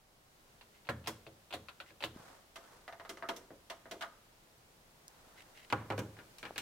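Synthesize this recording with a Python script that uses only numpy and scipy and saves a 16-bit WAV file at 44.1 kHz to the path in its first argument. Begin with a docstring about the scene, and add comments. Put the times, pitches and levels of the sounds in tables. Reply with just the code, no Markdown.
"""Keyboard keys tick and land under a hand trying dead equipment on a desk in a quiet, empty office.
The hand then jiggles a tube monitor's power button, knocks a corded phone's handset loose and lifts it.
Each contact is a sharp crack, a short ring of the plastic shell, a desk thump and a little room.
In between: a sleeve rustles, fingers scrape plastic, something soft is nudged.
Faint building rumble and hiss lie underneath."""
import sys
import numpy as np
from scipy import signal
from scipy.fft import rfft, irfft
from scipy.io import wavfile
from scipy.ndimage import uniform_filter1d

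SR = 44100
rng = np.random.default_rng(int(sys.argv[2]) if len(sys.argv) > 2 else 0)


def log_audio(samples):
    """Write samples as a 16-bit WAV file to the path given in sys.argv[1]."""
    # one column per channel
    frames = np.atleast_2d(samples).T
    # limit to full scale, then quantise
    limited = np.clip(frames, -1, 1)
    pcm = np.round(limited * 32767).astype(np.int16)
    wavfile.write(sys.argv[1], SR, pcm)


N = 291501
HIT_T_S = np.arange(int(.6 * SR)) / SR
ATTACK_SAMPLES = int(.03 * SR)

# keystrokes: (landing time [s], level [dB], spot [Hz], hardness [dB], ping [dB], extra thump [dB],
# second tick's lead [s], its level [dB])
KEYSTROKES = [(.889, -39.5, 1700, -8.5, 0, 4.5, 0.019, -62.5), (1.0725, -44, 944, 8, -1, 0.5, 0.012, -59),
              (1.537, -46.5, 713, 0, 1.5, -2, .011, -50),
              (2.0384, -44.5, 2940, 0.5, 5.5, -0.5, 0.014, -48.5)]
# keycap touches, button rocks, latch snaps: (time [s], level [dB], spot [Hz], hardness [dB], weight [dB])
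KEY_TOUCHES = [(.611, -64.5, 980, 3.5, -8), (1.266, -60, 675, -1, 13.5), (1.685, -54, 1380, -1, -13),
               (1.8013, -52, 1410, -1.5, -1.5), (1.905, -66.5, 1670, -7, 10.5)]
BUTTON_ROCKS = [(2.879, -49, 690, 2, -5), (2.925, -53.5, 670, 2, -4), (2.998, -52.5, 635, 0, -1.5),
                (3.05, -55, 1220, 2.5, 0), (3.172, -57.5, 1120, 10.5, 5.5), (3.2245, -43.5, 1260, -17, 0),
                (3.505, -62, 685, -14, 17.5), (3.856, -56.5, 656, -14, 6)]
LATCH_SNAPS = [(2.558, -51.5, 1180, -0.5, -5.5), (3.093, -50, 1210, 4.5, 5), (3.288, -38.5, 955, -6, -.5),
               (3.363, -64.5, 766, 16.5, 13), (3.6994, -46, 640, -2.5, -6), (3.9116, -48.5, 650, 1, 3.5),
               (4.009, -47, 1440, -4.5, -8.5), (4.021, -41, 1210, -10.5, -17)]
# handset on cradle: (time [s], level [dB], spot [Hz], hardness [dB], weight [dB], ring length [x])
CRADLE_KNOCKS = [(5.725, -31.5, 1090, -3, -4.5, 0.48), (5.902, -39.5, 1010, -3.5, 1, 0.97),
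                 (5.922, -49, 800, -1, 7.5, 0.7), (5.979, -47, 1560, 8.5, 9, 1.3),
                 (5.991, -53, 593, 19, -4, 0.66)]
# handset in hand: (time [s], level [dB], hardness [dB])
HANDSET_CLICKS = [(5.701, -56.5, 6.5), (6.168, -64, -12), (6.189, -58.5, -10), (6.384, -74.5, 28.5),
                  (6.429, -52, -2.5), (6.453, -52.5, -0.5), (6.5594, -55.5, 3.5), (6.5796, -51.5, 18)]

# contact kinds: (colour per band [dB], thump [dB], crack over ring [dB], ring length [x],
# upper resonance [Hz], hardness per octave of its rise [dB], left over right [dB])
KEY_TOUCH = dict(colour_db=[-9, 0, 1, -14.5],
             thump_db=-17.5, crack_db=-1.5, length=0.75, upper_hz=2570, octave_db=40, pan_db=.5)
KEY_TICK = dict(colour_db=[-6.5, -2.5, -0.5, -13],
            thump_db=-25, crack_db=-4, length=0.64, upper_hz=2620, octave_db=60, pan_db=.5)
KEY_LANDING = dict(colour_db=[-3, 1, -2, -9],
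               thump_db=-11, crack_db=-3.5, length=0.81, upper_hz=3420, octave_db=13.5, pan_db=0.1)
BUTTON_ROCK = dict(colour_db=[-10.5, 0.5, -9, -21],
               thump_db=-25, crack_db=-6.5, length=0.88, upper_hz=2000, octave_db=200, pan_db=-0.3)
LATCH_SNAP = dict(colour_db=[-6.5, -1, -2.5, -7],
              thump_db=-30.5, crack_db=-13, length=0.8, upper_hz=3110, octave_db=200, pan_db=-0.5)
CRADLE_KNOCK = dict(colour_db=[-3.5, 0, -9, -19],
                thump_db=-8, crack_db=-3.5, length=0.77, upper_hz=2180, octave_db=90, pan_db=-1.2)
HANDSET_CLICK = dict(colour_db=[-4.5, 1.5, 1, -13.5],
                 thump_db=-14, crack_db=-1, length=1, upper_hz=2380, octave_db=39, pan_db=1.5)
DRY_TICK = dict(colour_db=[-22, -29, -28, 0.5],
            thump_db=-20, crack_db=8, length=.25, upper_hz=5200, octave_db=40, pan_db=0)

# plastic resonances: (frequency [Hz], width [Hz], gain [dB])
KEYBOARD_MODES = [(325, 19.6, -2.5), (440, 65, -3), (561, 64, 3), (716, 69, -7), (1031, 96, -1.5),
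                  (1365, 110, -5.5), (2720, 81, -7.5), (3340, 17, -11), (6600, 300, -14)]
MONITOR_MODES = [(321, 32, -11.5), (392, 35, -0.5), (535, 25, -2.5), (677, 16, 5), (926, 42, -6),
                 (1232, 11.4, -1), (1910, 36, -8), (2057, 45, -2.5), (2800, 38, -4), (3200, 24, -8),
                 (5470, 940, -4)]
PHONE_MODES = [(317, 24, 10), (403, 22, 1), (517, 35, 7), (814, 28, 6.5), (973, 75, 7), (1130, 21, -2),
               (1278, 33, 0.5), (1435, 33, 6), (2360, 260, 11.5), (2850, 200, 7), (5700, 1200, 5)]
SCRAPE_MODES = [(2040, 230, 9), (2680, 590, 2), (3700, 190, -5)]
# desk top: (frequency [Hz], t60 [s], gain under keyboard or monitor [dB], gain under phone [dB])
DESK_MODES = [(84, 0.72, -3, -18), (107.8, 0.46, -5, -7.5), (119.4, 0.31, 3, -9), (136.4, 0.19, -2.5, -17),
              (192.5, 0.17, -13, -10), (223.8, 0.43, -6.5, -23)]
# low, mid, bright and treble band: (low edge [Hz], high edge [Hz])
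BANDS_HZ = [(200, 600), (600, 1800), (1800, 4600), (4600, 16000)]
# decay per band: (base shell t60 [s], room t60 [s], base room level [dB])
BAND_DECAYS = [(0.15, 0.47, -8), (0.16, 0.49, -13.5), (0.099, 0.42, -15), (0.12, 0.35, -9)]
# band response to hardness, weight and ping: (low, mid, bright, treble) [dB/dB]
HARDNESS_SHARE = [0, 0, .45, 1]
WEIGHT_SHARE = [1, 0, 0, 0]
PING_SHARE = [0, 0, 1, 0]

# soft bumps: (time [s], envelope peak [dB], frequency [Hz])
BUMPS = [(2.162, -39.5, 229), (2.198, -50, 175), (6.5076, -32.5, 630)]
# sleeve slides, finger scrapes: (start [s], length [s], level [dB])
ARM_MOVES = [(2.13, 0.35, -58.5), (2.57, 0.36, -62), (5.04, 0.88, -66.5)]
SCRAPES = [(0.728, 0.072, -69), (1.861, 0.051, -61), (5.363, 0.067, -56.5), (5.549, 0.058, -57),
           (5.598, 0.063, -60)]
# office air spectrum: (frequency [Hz], relative density [dB])
AIR_SPECTRUM = [(12, -64), (20, 2.5), (74, -6), (113, -4), (177, -6), (277, -10), (328, -9), (434, -9),
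                (574, -9.5), (718, -10), (1660, -17.5), (2460, -19), (4180, -20), (16000, -27)]
# its loudness: (time [s], level [dB])
AIR_LEVELS = [(0, -67.5), (.45, -64), (4.6, -64), (6.6, -60.5)]
# its width: (frequency [Hz], side over mid [dB])
AIR_WIDTH = [(30, -30), (150, -9.5), (500, -5), (1500, 2), (5000, -0.5), (15000, -2)]


def keyboard(tick_gap_s=.019, first_tick_db=-6, cap_hz=900):
    """A loose keycap ticks when brushed, and twice on its way before each key lands."""
    blows = [blow(KEY_TOUCH, *touch) for touch in KEY_TOUCHES]
    for s, db, spot_hz, hardness_db, ping_db, desk_db, lead_s, tick_db in KEYSTROKES:
        blows += [blow(KEY_TICK, s - lead_s - tick_gap_s, tick_db + first_tick_db, cap_hz),
                  blow(KEY_TICK, s - lead_s, tick_db, cap_hz, ping_db=2),
                  blow(KEY_LANDING, s, db, spot_hz, hardness_db, ping_db=ping_db, desk_db=desk_db)]
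    return contacts(blows, KEYBOARD_MODES, bed_db=0.5, spot_db=5, tone_db=-3.5, hold_s=0.01,
                    crack_s=0.00076, crack_colour_db=[-11.5, -1, -2, -27])


def power_button():
    """The button rocks dully and its latch snaps crisply in the monitor's hollow case."""
    blows = [blow(BUTTON_ROCK, *rock) for rock in BUTTON_ROCKS]
    blows += [blow(LATCH_SNAP, *snap) for snap in LATCH_SNAPS]
    return contacts(blows, MONITOR_MODES, bed_db=-4.5, spot_db=-2.5, tone_db=-15, hold_s=0.0045,
                    crack_s=0.00061, crack_colour_db=[4.5, 0.5, 2, -1])


def phone(spot_hz=1650):
    """The handset knocks loose from its cradle, then clicks in the hand as it is lifted."""
    blows = [blow(CRADLE_KNOCK, *knock) for knock in CRADLE_KNOCKS]
    blows += [blow(HANDSET_CLICK, s, db, spot_hz, hardness_db) for s, db, hardness_db in HANDSET_CLICKS]
    blows += [blow(DRY_TICK, s=5.0805, db=-58.5, spot_hz=spot_hz)]   # the hand reaches out
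    return contacts(blows, PHONE_MODES, bed_db=7, spot_db=7, tone_db=-11, hold_s=0.0011,
                    crack_s=0.00082, crack_colour_db=[-1, -4.5, -3.5, -0.5], on_phone=True)


def blow(kind, s, db, spot_hz, hardness_db=0, weight_db=0, ring=1, ping_db=0, desk_db=0):
    """One contact's settings: hardness brightens, weight adds body and thump, ping sharpens the crack."""
    shift_db = np.dot([hardness_db, weight_db, ping_db], [HARDNESS_SHARE, WEIGHT_SHARE, PING_SHARE])
    levels_db = db + np.array(kind["colour_db"]) + shift_db
    upper_hz = kind["upper_hz"] * 2 ** (hardness_db / kind["octave_db"])
    thump_db = db + kind["thump_db"] + weight_db + desk_db
    crack_db = kind["crack_db"] + ping_db
    return s, thump_db, levels_db, crack_db, kind["length"] * ring, spot_hz, upper_hz, kind["pan_db"]


def contacts(blows, modes, bed_db, spot_db, tone_db, hold_s, crack_s, crack_colour_db, on_phone=False):
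    """Each blow cracks, rings the shell and the struck spot, and thumps the desk."""
    out = np.zeros((2, N))
    for s, thump_db, levels_db, crack_db, length, spot_hz, upper_hz, pan_db in blows:
        excited = list(modes) + [(spot_hz, spot_hz / 9, spot_db), (upper_hz, upper_hz / 11, spot_db - 7)]
        noise = rng.standard_normal((2, len(HIT_T_S) + ATTACK_SAMPLES))
        ring = widen(*shell(noise, excited, bed_db)[:, ATTACK_SAMPLES:], width=0.86)
        tones = mode_tones(excited)
        snap = crack(spot_hz, upper_hz, crack_s)
        fading_s = np.maximum(HIT_T_S - hold_s * length, 0)   # nearby surfaces hold the ring up briefly
        hit = 0
        for (low_hz, high_hz), db, edge_db, decay in zip(BANDS_HZ, levels_db, crack_colour_db,
                                                         BAND_DECAYS):
            shell_t60_s, room_t60_s, room_db = decay
            fade = from_db(-60 * fading_s / (shell_t60_s * length))
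            room = length * from_db(room_db - 60 * HIT_T_S / room_t60_s)
            swell = 1 - np.exp(-HIT_T_S * low_hz / 2)   # low bands build slower
            body = unit_attack(ring * np.hypot(fade, room)) + from_db(tone_db) * unit_attack(tones)
            body = unit_attack(band(body * swell, low_hz, high_hz, order=5))
            edge = unit_attack(band(snap, low_hz, high_hz, order=4))
            hit = hit + from_db(db) * unit_attack(body + from_db(crack_db + edge_db) * edge)
        pan = from_db([[pan_db / 2], [-pan_db / 2]])
        add(out, s, hit * pan + from_db(thump_db) * desk_thump(on_phone))
    return out


def crack(spot_hz, upper_hz, decay_s):
    """The first instant: a gritty click and a few hard cycles of the struck spot."""
    fade = np.exp(-HIT_T_S / decay_s)
    upper = np.sin(2 * np.pi * upper_hz * HIT_T_S) * fade
    lower = np.sin(2 * np.pi * spot_hz * HIT_T_S) * np.exp(-HIT_T_S / (2 * decay_s))
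    grit = rng.standard_normal((2, len(HIT_T_S))) * fade
    grit = signal.sosfilt(signal.butter(1, 6500, fs=SR, output="sos"), grit)   # plastic gives a little
    return widen(upper + .5 * lower + 1.47 * grit[0], grit[1], width=1.3)


def shell(drive, modes, bed_db):
    """A plastic case: a few strong resonances over a smooth bed that stands for countless weak ones."""
    out = from_db(bed_db) * signal.lfilter([.4], [1, -.6], drive)
    for hz, width_hz, db in modes:
        r = np.exp(-np.pi * width_hz / SR)
        peak = signal.lfilter([1, 0, -1], [1, -2 * r * np.cos(2 * np.pi * hz / SR), r * r], drive)
        out = out + from_db(db) * peak * (1 - r * r) / 2
    return out


def mode_tones(modes):
    """Resonances ring on as clean tones; the narrower, the longer."""
    out = 0
    for hz, width_hz, db in modes:
        phase = rng.uniform(0, 2 * np.pi) + np.array([[1], [-1]]) * rng.normal(0, min(hz / 2500, 1))
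        tone = np.sin(2 * np.pi * hz * HIT_T_S + phase)
        fade = np.exp(-.6 * np.pi * width_hz * HIT_T_S)
        out = out + from_db(db) * np.sqrt(width_hz) * tone * fade
    return out


def desk_thump(on_phone, rise_s=0.01, rumble_db=-9.5, rumble_t60_s=0.69):
    """The desk top swings up, then rings low; the room answers with a loose rumble."""
    rings = 0
    for hz, t60_s, keyboard_db, phone_db in DESK_MODES:
        db = (phone_db if on_phone else keyboard_db) + rng.standard_normal()
        rings = rings + from_db(db - 60 * HIT_T_S / t60_s) * np.sin(2 * np.pi * hz * HIT_T_S)
    rumble = band(rng.standard_normal(len(HIT_T_S)), 60, 240, order=2)
    rumble *= from_db(-60 * HIT_T_S / rumble_t60_s)
    thump = unit_rms(rings) + from_db(rumble_db) * unit_rms(rumble)
    thump = band(thump * (1 - np.exp(-HIT_T_S / rise_s)), 78, 600, order=2)
    return thump / np.sqrt(np.mean(thump[:2 * ATTACK_SAMPLES] ** 2))


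def bumps(damping_cycles=0.32):
    """Something soft is nudged: one or two low cycles, no ring."""
    out = np.zeros((2, N))
    for s, db, hz in BUMPS:
        age = HIT_T_S * hz / damping_cycles
        add(out, s, from_db(db) * np.sin(2 * np.pi * hz * HIT_T_S) * age * np.exp(1 - age))
    return out


def sleeve(skew=0.59, hiss_db=-4.5):
    """Cloth slides as the arm moves: a dull rub and a fine hiss swell early and fade together."""
    t = np.arange(N) / SR
    mid, side = friction(grain_db=1.5)
    rub = unit_rms(band(stereo(mid, 0.6 * side), 297, 1670, order=2))
    hiss = unit_rms(band(stereo(mid, 0.98 * side), 1150, 5500, order=1))
    speed = sum(from_db(db) * np.sin(np.pi * np.clip((t - s) / length_s, 0, 1) ** skew)
                for s, length_s, db in ARM_MOVES)
    return speed * (rub + from_db(hiss_db) * hiss)


def fingers():
    """Skin drags over plastic in short strokes and excites its upper resonances."""
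    t = np.arange(N) / SR
    mid, side = friction(grain_db=4.5)
    strokes = sum(from_db(db) * np.sqrt(np.maximum(1 - (2 * (t - s) / length_s - 1) ** 2, 0))
                  for s, length_s, db in SCRAPES)
    return strokes * unit_rms(shell(stereo(mid, 0.68 * side), SCRAPE_MODES, bed_db=-17))


def friction(grain_db):
    """Mid and side noise broken into tiny uneven slips."""
    slips = unit_rms(uniform_filter1d(rng.standard_normal(N), size=180))
    return rng.standard_normal((2, N)) * from_db(grain_db * slips)


def office_air():
    """Faint building rumble, alike in both ears, under a wide hiss."""
    hz = np.arange(N // 2 + 1) * SR / N
    mid, side = rfft(rng.standard_normal((2, N))) * from_db(at_hz(AIR_SPECTRUM, hz))
    air = irfft(stereo(mid, side * from_db(at_hz(AIR_WIDTH, hz))), N)
    level_db = np.interp(np.arange(N) / SR, *np.transpose(AIR_LEVELS))
    return unit_rms(air) * from_db(level_db)


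def from_db(db):
    """Decibels to gain."""
    return 10 ** (np.asarray(db) / 20)


def unit_rms(x):
    """Scale to rms 1."""
    return x / np.sqrt(np.mean(x ** 2) + 1e-20)


def unit_attack(x):
    """Scale to rms 1 over the first 30 ms."""
    return x / np.sqrt(np.mean(x[..., :ATTACK_SAMPLES] ** 2) + 1e-20)


def band(x, low_hz, high_hz, order):
    """Causal band-pass."""
    return signal.sosfilt(signal.butter(order, [low_hz, high_hz], "band", fs=SR, output="sos"), x + 1e-18)


def at_hz(points, hz):
    """Read a spectrum on a log-frequency axis."""
    points_hz, points_db = np.transpose(points)
    return np.interp(np.log(hz + 1), np.log(points_hz), points_db)


def stereo(mid, side):
    """Mid and side to left and right."""
    return np.array([mid + side, mid - side])


def widen(mid, side, width):
    """Left and right: alike in the bass, parting towards the treble."""
    side = signal.sosfilt(signal.butter(1, 2000, "high", fs=SR, output="sos"), side)
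    return stereo(mid, width * side)


def add(out, s, sound):
    """Mix a hit in at time s."""
    start = int(s * SR)
    out[:, start:start + len(HIT_T_S)] += sound[..., :N - start]


def scene():
    """Keyboard, monitor button and phone in turn, over the still room."""
    return keyboard() + power_button() + phone() + bumps() + sleeve() + fingers() + office_air()


def record(dry):
    """Steep low-pass at 15.9 kHz."""
    return signal.sosfilt(signal.ellip(10, .1, 70, 15900, fs=SR, output="sos"), dry)


dry = scene()
out = record(dry)
log_audio(out)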